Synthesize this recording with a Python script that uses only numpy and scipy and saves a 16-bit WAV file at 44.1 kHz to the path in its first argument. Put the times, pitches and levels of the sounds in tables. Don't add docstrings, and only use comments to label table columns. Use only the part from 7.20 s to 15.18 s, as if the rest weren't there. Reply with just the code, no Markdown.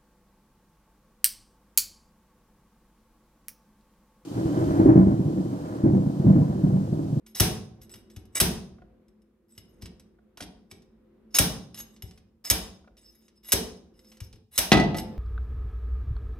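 import sys
import numpy as np
from scipy import signal
from scipy.fft import rfft, irfft
from scipy.io import wavfile

SR = 44100
rng = np.random.default_rng(int(sys.argv[2]) if len(sys.argv) > 2 else 0)


def put_to_file(sound):
    columns = np.atleast_2d(sound).T
    safe = np.clip(columns, -1, 1)
    whole_steps = np.round(safe * 32767)
    wavfile.write(sys.argv[1], SR, whole_steps.astype(np.int16))


N = 351918

# frequency in Hz, level in dB per Hz.
RUMBLE_SPECTRUM = [(15, -36.5), (25, -5), (59, -4.5), (149, -9.5), (217, -0.5), (285, -7.5), (439, -8.5),
                   (734, -23), (863, -22.5), (1190, -23.5), (3720, -38), (7510, -53), (13600, -44.5),
                   (16000, -61)]
# centre in Hz, width in Hz, level in dB.
RUMBLE_HUMS = [(50, 10, 4), (217, 10, 8), (337, 6, 5), (375, 5, 4), (515, 3, 4)]
# time in seconds, level in dB.
RUMBLE_LEVEL = [(0, -62), (0.599, -56), (1.7, -58), (2.2, -65), (2.289, -65), (2.6, -55), (2.999, -62),
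                (3.12, -61), (3.471, -62), (3.951, -58.5), (4.699, -56.5), (5.2, -66.5), (6.12, -63.5),
                (6.207, -65), (6.499, -59), (7.201, -61), (7.299, -85), (7.7, -41.5)]
# start in seconds, length in seconds, first level in dB, last level in dB.
SLIDES = [(0.06, 0.051, -55, -69.5), (0.146, 0.068, -34, -44), (0.61, 0.031, -55.5, -50.5),
          (0.697, 0.096, -56, -58.5), (0.895, 0.12, -66, -75), (1.119, 0.031, -68.5, -66),
          (1.148, 0.033, -28, -32.5), (2.28, 0.13, -74, -67.5), (2.383, 0.21, -78, -79),
          (2.609, 0.05, -57, -60.5), (3.174, 0.062, -62, -53), (3.498, 0.083, -63.5, -78.5),
          (4.103, 0.05, -71.5, -62), (4.141, .029, -22, -22), (4.537, 0.069, -56, -43),
          (4.626, 0.13, -76, -75), (4.817, 0.16, -58.5, -80), (5.24, .055, -41, -42.5),
          (5.773, 0.021, -50.5, -59), (5.805, 0.26, -69, -70.5), (6.151, 0.028, -69, -76.5),
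          (6.228, 0.1, -60, -39.5), (6.735, 0.22, -74, -64), (7.018, 0.065, -50, -75.5),
          (7.122, 0.048, -72, -83), (7.308, 0.054, -62, -41.5), (7.762, 0.036, -35.5, -44)]
# start in seconds, ring level in dB, tick level in dB.
TAPS = [(0.0638, -59.5, -49), (0.616, -60, -53.5), (0.6946, -54.5, -55), (0.7390, -49, -40.5),
        (0.9007, -66.5, -53), (0.9628, -51, -40.5), (1.054, -66, -58.5), (1.883, -74.5, -65),
        (2.019, -73.5, -74.5), (2.352, -71, -64.5), (2.3785, -48, -45), (2.6215, -55.5, -39),
        (2.6574, -57, -38), (2.797, -57.5, -50), (3.1729, -55, -39), (3.2058, -53, -29.5),
        (3.224, -48, -35), (3.5129, -48.5, -38), (3.6212, -70.5, -58), (4.5444, -46.5, -45),
        (4.575, -46, -44.5), (4.6, -55, -40), (4.7636, -72.5, -50), (4.8223, -44.5, -42),
        (4.91, -78, -47.5), (4.9756, -75.5, -48), (5.769, -63.5, -54.5), (6.0811, -84, -51),
        (6.792, -59, -55), (6.846, -66.5, -58), (6.9172, -64.5, -47.5), (6.97, -64.5, -50.5),
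        (7.0036, -44.5, -39), (7.128, -63, -46), (7.157, -67, -60), (7.7707, -57, -38),
        (7.7842, -41.5, -29.5), (7.797, -54, -45)]
# start in seconds, clank level in dB, clank hold in seconds, ring level in dB,
# level of the shock sent to the room in dB.
BLOWS = [(0.199, -14, 0.0081, -25.5, 20.5), (1.201, -14, 0.014, -24, 20),
         (4.186, -11.5, 0.006, -17.5, 21.5), (5.300, -20, 0.017, -14.5, 16.5),
         (6.320, -18.5, 0.0152, -17.5, 17), (7.378, -18.5, 0.013, -20.5, 18.5)]
# mode in Hz, level in dB, 60 dB decay in seconds.
ROD_MODES = [(2030, -14, .03), (2290, -18, .1), (2910, -9, .035), (3780, -8, .025), (3990, -14, .04),
             (5230, 0, .05), (5850, -10, .04), (6520, -6, .07), (6860, -14, .05), (8010, -1, .06),
             (8600, -14, .05), (9100, -14, .04), (9650, -4, .06), (10850, -14, .05), (11390, -1, .07),
             (12400, -20, .04), (13250, -9, .06), (15170, -20, .04)]
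# frequency in Hz, level in dB per Hz.
CLANK_SPECTRUM = [(290, -42.5), (500, -14), (3770, -7.5), (4550, -10), (5190, -2.5), (7270, -6.5),
                  (7940, -1), (8800, -5.5), (11600, -2), (15600, -13.5), (16500, -27)]
# start in seconds, thump level in dB, panel level in dB.
SHAKES = [(0.204, -10.5, -24), (0.747, -42, -62), (0.966, -29.5, -51), (1.07, -45, -64),
          (1.214, -16.5, -27), (2.377, -41.5, -60), (2.625, -29, -49), (3.214, -38, -44.5),
          (3.52, -41, -51), (4.197, -15.5, -27), (4.832, -28, -49.5), (5.309, -20.5, -32),
          (6.335, -21, -31.5), (7.013, -26, -60.5), (7.135, -44, -58), (7.382, -30.5, -35.5),
          (7.52, -27, -19)]
# mode in Hz, level in dB, 60 dB decay in seconds.
PANEL_MODES = [(140, 2, 0.022), (181.3, 1.5, 0.091), (218, -3.5, 0.12), (266.6, -4.5, 0.091),
               (327, -3, 0.057), (395, -3.5, 0.071), (437.3, -12, 0.17), (599, -14, 0.024),
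               (742, -10, 0.051)]
# mode in Hz, level in dB, 60 dB decay in seconds.
SWAY_MODES = [(53, 0, .5)]
# mode in Hz, level in dB, 60 dB decay in seconds.
THUMP_MODES = [(98, 0, .075)]
# start in seconds, level in dB.
KNOCKS = [(1.583, -58), (1.618, -53.5), (2.986, -65), (3.175, -45.5), (3.204, -38.5), (5.643, -58.5),
          (5.675, -50.5)]
# mode in Hz, level in dB, 60 dB decay in seconds (ring() allows 5 ms at least).
KNOCK_MODES = [(723, -1.5, 0.047), (1170, 8.5, 0.0033), (1425, -3, 0.032)]
# start in seconds, level in dB.
BANGS = [(7.518, 4.5), (7.571, -4.5), (7.598, -5), (7.638, -17.5), (7.745, -12.5)]
# mode in Hz, level in dB, 60 dB decay in seconds.
FRAME_MODES = [(161.7, -4, 0.18), (206, -0.5, 0.1), (312.4, -0.5, 0.075), (383.3, -11, 0.12),
               (513.4, -10.5, 0.058), (697, -5, 0.072), (751.4, -6, 0.067), (866, -21, 0.42),
               (1266, -13, 0.098), (1730, -26, 0.041), (1984, -10.5, 0.16), (2300, -21, 0.029),
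               (3030, -25.5, 0.03), (3850, -27, 0.047)]
# frequency in Hz, level in dB.
ROOM_COLOUR = [(60, 1.5), (250, -1.5), (700, 3.5), (1500, -3.5), (3000, -1.5), (5500, -4.5), (7300, -8),
               (9000, -5), (12000, -5.5), (16000, 0)]
# frequency in Hz, 60 dB decay in seconds.
ECHO_T60 = [(60, 1), (280, 0.7), (740, 0.58), (1940, 0.41), (5120, 0.44), (13500, 0.28)]
# frequency in Hz, likeness from -1 to 1.
LIKENESS = [(60, 1), (180, 0.96), (550, 0.69), (1650, 0.46), (4970, -0.15), (15000, -0.47)]
# frequency in Hz, lead of the left in radians.
LEFT_LEAD = [(100, 0), (500, 0), (1500, 1.4), (4000, 0.75), (8000, 1.6), (16000, 1.2)]
# frequency in Hz, left minus right in dB.
LEFT_LEAN = [(60, 3), (150, 5.5), (380, 5.5), (950, -2), (2380, -1), (5980, -2.5), (15000, 4)]

SLIDE_ATTACK_S, SLIDE_RELEASE_DB_PER_S = 0.0065, 1200
FLUTTER_DB = 2.5
CATCH_PER_S, CATCH_SPREAD_DB = 3000, 3.5
CHATTER_PER_S, CHATTER_DB = 10, 1
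RUB_INTO_ROD_DB, GRIT_DB = -27, -8.5
TAP_BRIGHT_DB_PER_OCTAVE = -4
LIGHT_RING_MAX_S = .058
BLOW_DAMPING = .9
REBOUND_DB, REBOUND_AT = -4, 0.61
SWAY_OVER_PANELS_DB = -4.5
BASS_TO_ROOM_DB = -15
BOUNCE_DULL_DB = -10.5
HISS_DB, TOP, CUTOFF_HZ = -89, .9, 16900


def amp(db):
    return 10 ** (np.asarray(db) / 20)


def rms_one(x):
    return x / np.sqrt(np.mean(x ** 2) + 1e-20)


def at_hz(points, hz):
    table_hz, value = np.array(points).T
    return np.interp(np.log(hz + 1), np.log(table_hz), value)


def coloured(x, spectrum):
    size = x.shape[-1]
    gain = amp(at_hz(spectrum, np.fft.rfftfreq(size, 1 / SR)))
    return irfft(rfft(x) * gain, size)


def filtered(x, order, hz, kind="low"):
    return signal.sosfilt(signal.butter(order, hz, kind, fs=SR, output="sos"), x)


def diffuse(size):
    alike = np.clip(at_hz(LIKENESS, np.fft.rfftfreq(size, 1 / SR)), -1, 1)
    mid, side = rfft(rng.standard_normal((2, size)))
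    return irfft(np.sqrt(1 + alike) * mid + np.sqrt(1 - alike) * side * [[1], [-1]], size)


def wander(rate):
    knots = rng.standard_normal(int(8 * rate) + 2)
    return np.interp(np.arange(N) / SR * rate, np.arange(len(knots)), knots)


def bursts(times, levels_db, holds, fall_s):
    t, out = np.arange(N) / SR, np.zeros(N)
    for start, db, hold in zip(times, levels_db, holds):
        first = int(start * SR)
        since = t[first:int((start + .2) * SR)] - start
        out[first:first + len(since)] += amp(db) * np.exp(-np.maximum(since - hold, 0) / fall_s)
    return out


def ring(force, hz, t60):
    radius = amp(-60 / (max(t60, .005) * SR))
    angle = 2 * np.pi * hz / SR
    poles = [1, -2 * radius * np.cos(angle), radius * radius]
    return signal.lfilter([0, np.sin(angle)], poles, force + 1e-18)


def all_modes(db, modes):
    return np.repeat(np.asarray(db, float)[:, None], len(modes), axis=1)


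def strike(times, levels_db, modes, spread_db, steady=0, patchy_db=0):
    at, out = (np.asarray(times) * SR).astype(int), np.zeros(N)
    luck = rng.standard_normal((len(at), len(modes), 2))
    for k, (hz, db, t60) in enumerate(modes):
        force = np.zeros(N)
        strength_db = np.asarray(levels_db)[..., k] + spread_db * luck[:, k, 0]
        force[at] = amp(strength_db) * np.sign(luck[:, k, 1])
        patches = amp(patchy_db * wander(28) if patchy_db else 0)
        out += amp(db) * ring(force + steady * patches, hz, t60)
    return out


def pushed(x, length_s):
    push = np.hanning(int(length_s * SR))
    return np.convolve(x, push / push.sum())[:N]


def rumble():
    hz = np.fft.rfftfreq(N, 1 / SR)
    shape = amp(at_hz(RUMBLE_SPECTRUM, hz))
    for centre_hz, width_hz, db in RUMBLE_HUMS:
        shape = shape + amp(db) / np.sqrt(1 + (2 * (hz - centre_hz) / width_hz) ** 4)
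    s, db = np.transpose(RUMBLE_LEVEL)
    level = amp(np.interp(np.arange(N) / SR, s, db))
    return level * rms_one(irfft(rfft(diffuse(N)) * shape, N))


def strokes():
    t, out = np.arange(N) / SR, np.zeros(N)
    for start, length, first_db, last_db in SLIDES:
        first = int(start * SR)
        since = t[first:int((start + length + .3) * SR)] - start
        db = np.interp(since, [0, length], [first_db, last_db])
        db = db - SLIDE_RELEASE_DB_PER_S * np.maximum(since - length, 0)
        out[first:first + len(since)] += amp(db) * np.minimum(since / SLIDE_ATTACK_S, 1)
    return out


def sliding():
    pressure = strokes() * amp(FLUTTER_DB * wander(45))
    catch_size = amp(CATCH_SPREAD_DB * rng.exponential(1, N).clip(0, 4))
    catches = (rng.random(N) < CATCH_PER_S / SR) * catch_size * rng.choice([-1, 1], N)
    loose = rng.random(N) < CHATTER_PER_S / SR
    chatter = signal.lfilter([1], [1, -np.exp(-1 / (0.0029 * SR))], loose)
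    return pressure * (1 + amp(CHATTER_DB) * chatter), rms_one(catches)


def hammer():
    scrape, catches = sliding()
    tap_s, tap_db, tick_db = np.transpose(TAPS)
    blow_s, clank_db, hold, ring_db, room_db = np.transpose(BLOWS)

    noise = rms_one(coloured(rng.standard_normal(N), CLANK_SPECTRUM))
    clank = noise * bursts(blow_s, clank_db, hold, fall_s=0.0017) * amp(2.5 * wander(220))
    dull = filtered(noise, 2, 5500)
    grit = scrape * amp(GRIT_DB + 1.6 * wander(48))
    ticks = dull * (bursts(tap_s, tick_db, 0 * tap_s, fall_s=0.0094) + grit)

    octaves = np.log2(np.array(ROD_MODES)[:, 0] / 6000)
    tap_levels = tap_db[:, None] + TAP_BRIGHT_DB_PER_OCTAVE * octaves
    short_ringing = [(hz, db, min(t60, LIGHT_RING_MAX_S)) for hz, db, t60 in ROD_MODES]
    rubbing = amp(RUB_INTO_ROD_DB) * scrape * catches
    light = strike(tap_s, tap_levels, short_ringing, spread_db=4.5, steady=rubbing, patchy_db=6.0)

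    damped = [(hz, db, BLOW_DAMPING * t60) for hz, db, t60 in ROD_MODES]
    hit_s = np.append(blow_s, blow_s + REBOUND_AT * hold)
    hit_db = np.append(ring_db, ring_db + REBOUND_DB)
    heavy = strike(hit_s, all_modes(hit_db, ROD_MODES), damped, spread_db=1.0)

    shock = np.zeros(N)
    shock[(blow_s * SR).astype(int)] = amp(room_db)
    to_room = coloured(shock, CLANK_SPECTRUM) + amp(-14.0) * clank + amp(-7.5) * heavy
    return clank + heavy + light + ticks, to_room + amp(-7) * (light + ticks)


def microphone_ports(x):
    hz = np.fft.rfftfreq(N, 1 / SR)
    half = amp(at_hz(LEFT_LEAN, hz) / 2) * np.exp(.5j * at_hz(LEFT_LEAD, hz))
    return irfft(rfft(x) * np.array([half, 1 / half]), N)


def garage(x, colour):
    size = SR
    t, hz = np.arange(size) / SR, np.fft.rfftfreq(size, 1 / SR)
    white, edges = rfft(diffuse(size)), np.geomspace(20, SR / 2, 20)
    tail = 0
    for low, high in zip(edges, edges[1:]):
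        band = irfft(white * ((hz >= low) & (hz < high)), size)
        tail = tail + band * amp(-60 * t / at_hz(ECHO_T60, np.sqrt(low * high)))
    build_up, fade_out = np.clip(t / .012, 0, 1), np.clip(5 - 5 * t, 0, 1)
    tail = coloured(tail, colour) * build_up * fade_out
    tail = tail / np.sqrt(np.sum(tail ** 2) / 2)
    return signal.fftconvolve(x[None], tail, axes=1)[:, :N]


def chassis():
    s, thump_db, panels_db = np.transpose(SHAKES)
    thump = pushed(strike(s, thump_db[:, None], THUMP_MODES, spread_db=0.5), 0.0051)
    sway_db = panels_db[:, None] + SWAY_OVER_PANELS_DB
    sway = pushed(strike(s, sway_db, SWAY_MODES, spread_db=4.5), 0.012)
    panels = strike(s, all_modes(panels_db, PANEL_MODES), PANEL_MODES, spread_db=3.0)
    return thump + sway, panels


def knocks():
    s, db = np.transpose(KNOCKS)
    contact = rng.standard_normal(N) * bursts(s, db - 24, 0 * s + .006, fall_s=.003)
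    return sum(amp(level_db) * ring(contact, hz, t60) for hz, level_db, t60 in KNOCK_MODES)


def puller_falls():
    s, db = np.transpose(BANGS)
    grains = (rng.random(N) < 120 / SR) * rng.standard_normal(N)
    rattle = grains * bursts(s[:1], [-24], [.06], fall_s=0.031)
    crack_db = db - 7 + BOUNCE_DULL_DB * (s > s[0])
    crack = filtered(rng.standard_normal(N) * bursts(s, crack_db, 0 * s, fall_s=0.015), 2, 4000)
    bang = strike(s, all_modes(db - 15.5, FRAME_MODES), FRAME_MODES, spread_db=2.5, steady=rattle)
    return filtered(bang + crack, 3, 130, "high")


def scene():
    background = rumble()
    tool, tool_to_room = hammer()
    low, panels = chassis()
    knock, fall = knocks(), puller_falls()
    near = tool + low + panels + knock + fall
    to_room = tool_to_room + amp(BASS_TO_ROOM_DB) * low + amp(-0.5) * panels
    to_room = to_room + amp(-11.5) * knock + amp(-8) * fall
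    return microphone_ports(near) + garage(to_room, ROOM_COLOUR) + background


def record(dry):
    dry = filtered(dry, 4, 44, "high")
    dry = signal.lfilter(*signal.iirnotch(7350, 9, fs=SR), dry)
    dry = TOP * np.tanh(dry / TOP)
    dry = dry + amp(HISS_DB) * rng.standard_normal(dry.shape)
    dry = filtered(dry, 20, 16000)
    return signal.sosfilt(signal.cheby2(12, 70, CUTOFF_HZ, fs=SR, output="sos"), dry)


dry = scene()
out = record(dry)
put_to_file(out)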